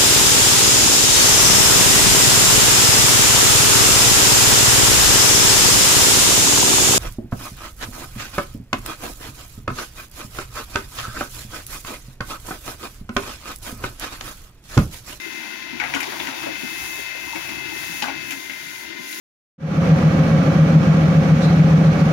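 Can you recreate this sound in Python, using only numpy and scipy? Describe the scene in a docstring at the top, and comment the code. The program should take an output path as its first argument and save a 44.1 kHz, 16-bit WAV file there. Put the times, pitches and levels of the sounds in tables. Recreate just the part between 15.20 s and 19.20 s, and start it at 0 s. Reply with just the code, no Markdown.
"""In a small room, a desktop laser printer delivers one sheet and feeds the next.
Its gears rattle and whine, the plastic housing drones, and paper hisses over the rollers in slow swells.
A clean whistle sounds during each page. The flexing paper bumps softly, and the clutch and pickup
lever clack as sheets are taken, setting plastic parts ringing. Two microphones hear it in stereo."""
import sys
import numpy as np
from scipy import signal
from scipy.fft import rfft, irfft
from scipy.io import wavfile

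SR = 44100
rng = np.random.default_rng(int(sys.argv[2]) if len(sys.argv) > 2 else 0)


def master_out(mix):
    """Clip the mix to full scale and print it as 16-bit PCM to the path in sys.argv[1]."""
    frames = np.transpose(np.atleast_2d(mix))
    ceiling = np.clip(frames, -1, 1)
    pcm = np.round(ceiling * 32767).astype(np.int16)
    wavfile.write(sys.argv[1], SR, pcm)


N = 176400
T = np.arange(N) / SR
HZ = np.maximum(np.arange(N // 2 + 1) * SR / N, 1)

# How the running parts get louder and softer: time_s, rumble_db, housing_db, rollers_db, gears_db
RUNNING_LEVELS = [(0, -54, -46.5, -49.5, -35.5), (0.2, -56, -42.5, -47, -34.5),
                  (0.36, -56, -45.5, -46, -34.5), (0.56, -48.5, -41.5, -48, -34.5),
                  (0.7, -44.5, -45.5, -37, -32.5), (0.9, -50, -43, -38, -31.5),
                  (1.07, -44.5, -40.5, -38.5, -31), (1.15, -52, -48, -37.5, -32),
                  (1.25, -44.5, -37, -38.5, -31.5), (1.38, -49, -46, -44, -32.5),
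                  (1.53, -52, -40, -44.5, -32.5), (1.63, -43, -46, -41.5, -31.5),
                  (1.72, -50, -43.5, -42.5, -35), (1.9, -49.5, -54, -46, -32.5),
                  (2.1, -51.5, -41.5, -43.5, -34.5), (2.22, -44, -54, -43, -31.5),
                  (2.32, -43, -40, -43.5, -32.5), (2.74, -49, -45, -43.5, -32.5),
                  (3.03, -45.5, -43.5, -48, -33), (3.24, -55, -45.5, -49, -36.5),
                  (3.45, -53, -52.5, -52, -35.5), (3.72, -53, -42, -49.5, -36),
                  (3.86, -70, -48, -54, -35.5), (4, -67, -43, -52, -35)]
# How much later each source reaches the left microphone
FRAME_LAG_S, GEAR_LAG_S, PAPER_LAG_S = 0.0011, 0.001065, 0.00125
ROOM_FADE_S = 0.23  # the echo falls by 60 dB in this time


def from_db(db):
    """Turn decibels into a number to multiply by."""
    return 10 ** (np.asarray(db) / 20)


def rms_one(x):
    """Scale a signal so that its average strength (rms) is 1."""
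    return x / np.sqrt(np.mean(x ** 2) + 1e-20)


def in_time(rows):
    """Join a table's points in time, giving one curve for each value column."""
    times, *columns = np.transpose(rows)
    return [np.interp(T, times, column) for column in columns]


def at_hz(points):
    """Join a table's points in pitch, giving a value at every frequency."""
    hz, value = np.transpose(points)
    return np.interp(np.log(HZ), np.log(hz), value)


def drift(rate_hz, size=4096):
    """A smooth random wander, about 1 in size; a higher rate wanders faster."""
    hz = np.arange(size // 2 + 1) * SR / N
    slow = rms_one(irfft(rfft(rng.standard_normal(size)) / (1 + (hz / rate_hz) ** 2)))
    return np.interp(np.arange(N) * size / N, np.arange(size), slow)


def pan(left_db):
    """Share a sound between left and right, keeping its total power."""
    half_db = np.atleast_1d(left_db) / 2
    gains = from_db([half_db, -half_db])
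    return gains / np.sqrt(np.mean(gains ** 2, axis=0))


def at_microphones(direct, echoes, lag_s):
    """The spectrum at each microphone: direct sound reaches the left one later."""
    # How much louder the left microphone is: pitch_hz, left_db
    balance = [(60, 6), (170, 3.5), (350, 8.5), (470, 13), (620, -2.5), (800, 4), (1050, 2.5), (1400, 15),
               (2500, 15), (3500, 9), (4500, 7), (5600, 2.5), (6500, 4), (8600, 1.5), (9600, -10.5),
               (11000, -15.5), (13000, -18), (15000, -7.5)]
    # How the microphones' openings colour the treble: pitch_hz, gain_db
    openings = [(6500, 0.5), (7500, -2), (8200, -10), (8800, -6), (9500, -7.5), (10600, 1), (11400, 0.5),
                (12400, -2.5), (13700, -8.5), (14800, 4), (15800, 0)]
    delayed = np.array([direct * np.exp(-2j * np.pi * HZ * lag_s), direct])
    return (delayed + echoes) * pan(at_hz(balance)) * from_db(at_hz(openings))


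def radiate(force, colour, lag_s):
    """A steady force shakes a body, heard directly and as scattered echoes; the result has rms 1."""
    # How alike the two microphones sound: pitch_hz, likeness (0 to 1)
    likeness = [(60, 0.86), (300, 0.87), (600, 0.67), (1200, 0.4), (2200, 0.52), (4500, 0.15), (14000, 0)]
    alike = at_hz(likeness)
    scatter = rfft(rng.standard_normal((2, N)) * np.exp(-T / 0.02))
    scatter /= np.sqrt(np.mean(abs(scatter) ** 2))
    direct = rfft(force)
    echoes = (direct * scatter + 2 * rfft(rng.standard_normal((2, N)))) / np.sqrt(5)
    heard = at_microphones(np.sqrt(alike) * direct, np.sqrt(1 - alike) * echoes, lag_s)
    return rms_one(irfft(heard * from_db(at_hz(colour)), N))


def room_echo(build_up=1):
    """The spectrum of the small room's echo: many reflections blur into fading noise."""
    tail = rng.standard_normal((2, N)) * from_db(-60 * T / ROOM_FADE_S) * build_up
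    return rfft(tail / np.sqrt(np.sum(tail ** 2) / 2))


def contacts(per_s, spread_db, tick_share):
    """Tiny random hits of uneven size over smooth rubbing noise."""
    sizes = from_db(spread_db * np.minimum(rng.exponential(1, N), 5)) * rng.choice([-1, 1], N)
    ticks = rms_one(sizes * (rng.random(N) < per_s / SR))
    return np.sqrt(tick_share) * ticks + np.sqrt(1 - tick_share) * rng.standard_normal(N)


def tone(hz, db, left_db):
    """A pure tone at both microphones; db is its rms level."""
    cycles = np.cumsum(hz + np.zeros(N)) / SR - hz * np.array([[GEAR_LAG_S], [0]])
    return np.sqrt(2) * from_db(db) * np.sin(2 * np.pi * cycles) * pan(left_db)


def roller_friction(bands=9, surge_db=3.2):
    """Rolling rubber makes noise whose narrow bands each surge and sink on their own."""
    edges_hz = np.geomspace(360, 1600, bands + 1)
    out = np.zeros(N)
    for band in zip(edges_hz, edges_hz[1:]):
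        band_pass = signal.butter(2, band, "band", fs=SR, output="sos")
        out += from_db(surge_db * drift(12)) * signal.sosfilt(band_pass, rng.standard_normal(N))
    return out


def running_parts():
    """The frame rumbles, the housing shudders, the rollers rub and the gear teeth chatter."""
    # Which pitches each part gives off most strongly: pitch_hz, gain_db
    frame_colour = [(25, -31), (45, -39), (60, 2), (85, -0.5), (110, -4.5), (140, 4), (175, -0.5),
                    (230, -27), (330, -52)]
    housing_colour = [(130, -36), (210, -8), (250, -6), (300, 0.5), (345, 0.5), (385, -9), (430, -16.5),
                      (520, -27), (700, -74)]
    roller_colour = [(330, -21), (480, -7.5), (560, -2), (610, -3.5), (680, -4.5), (780, -3), (850, -2.5),
                     (930, 2.5), (1020, 0), (1120, -3), (1300, -6.5), (1700, -30)]
    gear_colour = [(900, -59), (1270, -8), (1480, 1), (1800, -0.5), (2100, 3), (2300, 1.5), (2550, -1),
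                   (2850, -3), (3300, -2.5), (3700, -6.5), (4600, -7.5), (6400, -15), (8200, -76),
                   (16000, -63)]
    rumble_db, housing_db, rollers_db, gears_db = in_time(RUNNING_LEVELS)
    teeth = contacts(per_s=900, spread_db=2, tick_share=0.29)
    rumble = from_db(rumble_db - 3.5) * radiate(rng.standard_normal(N), frame_colour, FRAME_LAG_S)
    shudder_db = drift(5.9)
    drone = radiate(rng.standard_normal(N), housing_colour, FRAME_LAG_S)
    drone *= from_db(housing_db + 1.7 + shudder_db)
    rollers = from_db(rollers_db - 0.68) * radiate(roller_friction(), roller_colour, FRAME_LAG_S)
    chatter_db = drift(97)
    rattle = from_db(gears_db - 1.37 + chatter_db) * radiate(teeth, gear_colour, GEAR_LAG_S)
    return rumble + drone + rollers + rattle


def motor_tones(flutter_db=3.2):
    """Faint, wavering tones, a mains hum at the two lowest pitches and motor and gear tones above, grow a
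    little louder as the rollers take up load."""
    # The faint tones: pitch_hz, level_db, left_db
    tones = [(68.5, -69.5, 0), (141.3, -76, 10), (283.5, -58, 19), (379, -58, 26), (605, -59.5, -13.5),
             (912, -59.5, 23), (974, -58, 30), (1035, -55.5, 10), (1460, -52.5, 30), (1823, -53.5, 28),
             (1905, -54, 20), (2076, -57, -1), (2750, -54, 10), (3500, -60, 22), (3684, -53.5, 19),
             (3756, -56.5, 18), (15800, -74, -11)]
    rollers_db = in_time(RUNNING_LEVELS)[2]
    load_db = 0.19 * (rollers_db - rollers_db.mean())
    out = np.zeros((2, N))
    for hz, db, left_db in tones:
        wavering_hz = hz * (1 + 0.00209 * drift(15.4))
        out += tone(wavering_hz, db + load_db + flutter_db * drift(6.1), left_db)
    return out


def gear_whine(flutter_db=2):
    """Gear teeth meet in quick succession and make a wavering whine."""
    # How fast the teeth meet: time_s, pitch_hz
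    pitches = [(0, 2067), (.45, 2060), (.8, 2072), (1.3, 2076), (1.75, 2070), (2.25, 2074), (2.5, 2069),
               (3.25, 2072), (3.5, 2065), (4, 2062)]
    # The whine is stronger under the load of a sheet: time_s, level_db
    levels = [(0, -37), (.5, -40.5), (.8, -42), (1.15, -49), (1.35, -37), (2.2, -37), (2.8, -38),
              (3.2, -36.5), (3.5, -40), (4, -39)]
    hz, = in_time(pitches)
    db, = in_time(levels)
    wavering_hz = hz * (1 + 0.00216 * drift(8.54))
    return tone(wavering_hz, db + flutter_db * drift(35), left_db=16)


def page_whistle(pitch_hz=2604.5, swell_db=7, swell_s=0.076, fade_s=0.08):
    """The drive whistles at one pitch during each page, starting softly and building up."""
    # When the drive whistles: start_s, end_s, level_db
    pages = [(-.2, 0.844, -41), (1.06, 3.157, -36)]
    loudness = np.zeros(N)
    for start, end, db in pages:
        softer_db = swell_db * np.exp(-np.maximum(T - start, 0) / swell_s)
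        fade = np.clip(np.minimum(T - start, end - T) / fade_s + 0.5, 0, 1)
        loudness += from_db(db - softer_db) * fade
    flutter_db = drift(47)
    return loudness * tone(pitch_hz, flutter_db, left_db=16)


def paper_hiss():
    """Fibres slide over guides and rollers; more pressure makes the hiss brighter and further left."""
    # How the hiss swells (only the swing around the average counts): time_s, level_db
    swells = [(0, -40.5), (0.15, -40), (0.36, -41.5), (0.43, -44), (0.55, -44.5), (0.72, -39), (0.9, -38),
              (1.05, -36.5), (1.13, -40), (1.22, -36.5), (1.32, -40.5), (1.42, -37.5), (1.65, -34),
              (1.8, -35.5), (1.93, -41), (2.07, -37.5), (2.25, -37), (2.45, -40), (2.6, -35), (2.8, -34.5),
              (2.94, -42.5), (3.08, -37.5), (3.2, -38), (3.35, -39.5), (3.6, -37.5), (3.73, -45),
              (3.92, -34.5), (4, -35.5)]
    # The colours of the rustle and of the finest hiss: pitch_hz, gain_db
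    rustle_colour = [(1500, -33), (3000, -5), (4500, -2.5), (5500, -0.5), (6400, 3.5), (7500, -2),
                     (9000, -13), (12000, -24)]
    sizzle_colour = [(4000, -29), (7000, -14), (9000, 2.5), (11000, 1), (15700, -3.5)]
    swell_db, = in_time(swells)
    swell_db -= swell_db.mean()
    fibres = contacts(per_s=5000, spread_db=7, tick_share=0.6)
    rustle = from_db(-42.5 + swell_db) * radiate(fibres, rustle_colour, PAPER_LAG_S)
    sizzle_db = -42 + np.outer((2.1, 1.35), swell_db)  # swings further on the left
    sizzle = from_db(sizzle_db) * radiate(rng.standard_normal(N), sizzle_colour, PAPER_LAG_S)
    return rustle + sizzle


def paper_bumps():
    """Soft bumps of sheet and housing swell and fade at one unsteady pitch each, roughened by rubbing."""
    # The dull bumps: start_s, pitch_hz, level_db
    bumps = [(0.054, 391, -35), (.175, 231, -38), (0.524, 253, -33), (0.743, 288, -26), (.825, 800, -30),
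             (.872, 389.4, -28.5), (1.262, 589, -25), (1.284, 606, -32), (1.43, 270.7, -26.5),
             (1.78, 364.5, -31.5), (1.946, 591, -34), (2.13, 894, -28.5), (2.151, 322, -27.5),
             (2.245, 760, -36.5), (2.554, 371, -32.5), (2.687, 171.4, -37), (2.818, 242, -30.5),
             (3.157, 269.6, -33), (3.291, 288, -38), (3.425, 619, -45), (3.44, 150, -43), (3.645, 715, -45),
             (3.787, 242, -36.5)]
    wavering_time = np.cumsum(1 + 0.06 * drift(70)) / SR
    out = np.zeros(N)
    for start, hz, db in bumps:
        rise_s = 0.0084 * np.sqrt(300 / hz)  # higher bumps are shorter
        age = np.maximum(T - start, 0) / rise_s
        out += from_db(db) * age * np.exp(1 - age) * np.sin(2 * np.pi * hz * wavering_time)
    roughness = rms_one(1 + 0.7 * drift(170))
    bass_cut = signal.butter(4, 138, "high", fs=SR, output="sos")
    direct = rfft(signal.sosfilt(bass_cut, out * roughness))
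    echoes = from_db(-7.5) * direct * room_echo()
    return irfft(at_microphones(direct, echoes, FRAME_LAG_S), N)


def struck_part(times, levels_db, centres_hz, width_octaves, fade_s, size=8192):
    """Each hit makes a plastic part ring at many close pitches around a centre pitch."""
    hz = np.maximum(np.arange(size // 2 + 1) * SR / size, 1)
    out = np.zeros(N + SR)
    for start_s, db, centre in zip(times, levels_db, centres_hz):
        colour = np.exp(-(np.log2(hz / centre) / width_octaves) ** 2 / 2)
        ring = irfft(rfft(rng.standard_normal(size)) * colour) * from_db(-60 * T[:size] / fade_s)
        start = int(start_s * SR)
        out[start:start + size] += from_db(db) * ring / np.std(ring[:SR // 90])  # level of first 11 ms
    bass_cut = signal.butter(2, np.mean(centres_hz) / 2, "high", fs=SR, output="sos")
    return signal.sosfilt(bass_cut, out[:N])


def feed_knocks():
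    """Clutch, lever and sheet edge knock; each knock rings four parts, and the room answers."""
    # The knocks: start_s, thud_db, body_db, clack_db, snap_db, clack_pitch, snap_pitch
    # (the pitches are relative: they are scaled so that their average is the part's centre_hz)
    knocks = [(.599, -45, -36, -18.5, -33, 2100, 3180), (0.615, -44, -32, -21.5, -47, 1900, 4200),
              (.628, -49, -31, -34, -50, 1400, 4000), (.637, -36, -30, -20.5, -44, 1880, 4000),
              (.658, -48, -36, -29, -52, 1890, 5000), (0.737, -39, -29.5, -19, -33, 2150, 4460),
              (.747, -35, -32, -22, -30, 2500, 6260), (0.76, -35, -41, -20.5, -49, 1490, 4500),
              (.804, -38.5, -49, -21, -29.5, 2270, 8200), (.829, -45, -41, -27, -31.5, 2280, 4900),
              (0.921, -55, -31.5, -31, -41, 1770, 5300), (.999, -52, -35, -23.5, -43, 2530, 4500),
              (1.07, -34, -37, -24.5, -37, 2190, 5300), (1.087, -41, -48, -27, -41, 1600, 5300),
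              (1.23, -36, -46, -29, -41, 1900, 5300), (1.268, -36.5, -34, -33, -46, 1800, 5300),
              (1.353, -46, -51, -32, -46, 2290, 5300), (2.157, -56, -32.5, -27.5, -37, 1800, 4500),
              (2.288, -37, -48, -32, -37, 2000, 5000), (2.822, -35, -22.5, -19.5, -25, 2390, 4100),
              (2.839, -53, -35, -21.5, -51, 1410, 4300), (2.859, -33, -32, -32, -52, 1500, 4300),
              (2.882, -45, -25.5, -27, -40, 2020, 4320), (2.896, -38, -35, -28, -45, 1640, 4000),
              (3.106, -42, -41, -25, -29.5, 2420, 8400), (3.12, -35, -46, -28.5, -34, 2130, 5300),
              (3.296, -40, -62, -25, -48, 2380, 3600), (3.926, -52, -59, -32, -42, 3420, 4000)]
    # The parts behind thud, body, clack and snap: centre_hz, width_octaves, fade_s, direct_db, room_db
    parts = [(275, 0.26, 0.088, -4.5, -2.5), (750, 0.38, 0.054, -4, -5), (1903, 0.43, 0.037, -4, -4),
             (4800, 0.59, 0.058, -2.5, -4.5)]
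    times, *levels, clack_pitch, snap_pitch = np.transpose(knocks)
    same_pitch = np.ones(len(times))
    pitches = [same_pitch, same_pitch, clack_pitch, snap_pitch]
    echo_build_up = 1 - np.exp(-T / 0.0012)
    direct, echoes = 0, 0
    for levels_db, pitch, part in zip(levels, pitches, parts):
        centre_hz, width_octaves, fade_s, direct_db, room_db = part
        centres_hz = centre_hz * pitch / pitch.mean()
        ring = rfft(struck_part(times, levels_db, centres_hz, width_octaves, fade_s))
        direct += from_db(direct_db) * ring
        echoes += from_db(room_db) * ring * room_echo(echo_build_up)
    return irfft(at_microphones(direct, echoes, GEAR_LAG_S), N)


def scene():
    """All the sounds of the printer, added together."""
    running = running_parts() + paper_hiss() + gear_whine() + page_whistle() + motor_tones()
    return running + feed_knocks() + paper_bumps()


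def record(dry):
    """Round off the loudest peaks and steeply cut the highest treble."""
    peak_limit, cutoff_hz = 0.5, 15850
    rounded = peak_limit * np.tanh(dry / peak_limit)
    return signal.sosfilt(signal.ellip(12, 0.1, 80, cutoff_hz, fs=SR, output="sos"), rounded)


dry = scene()
out = record(dry)
master_out(out)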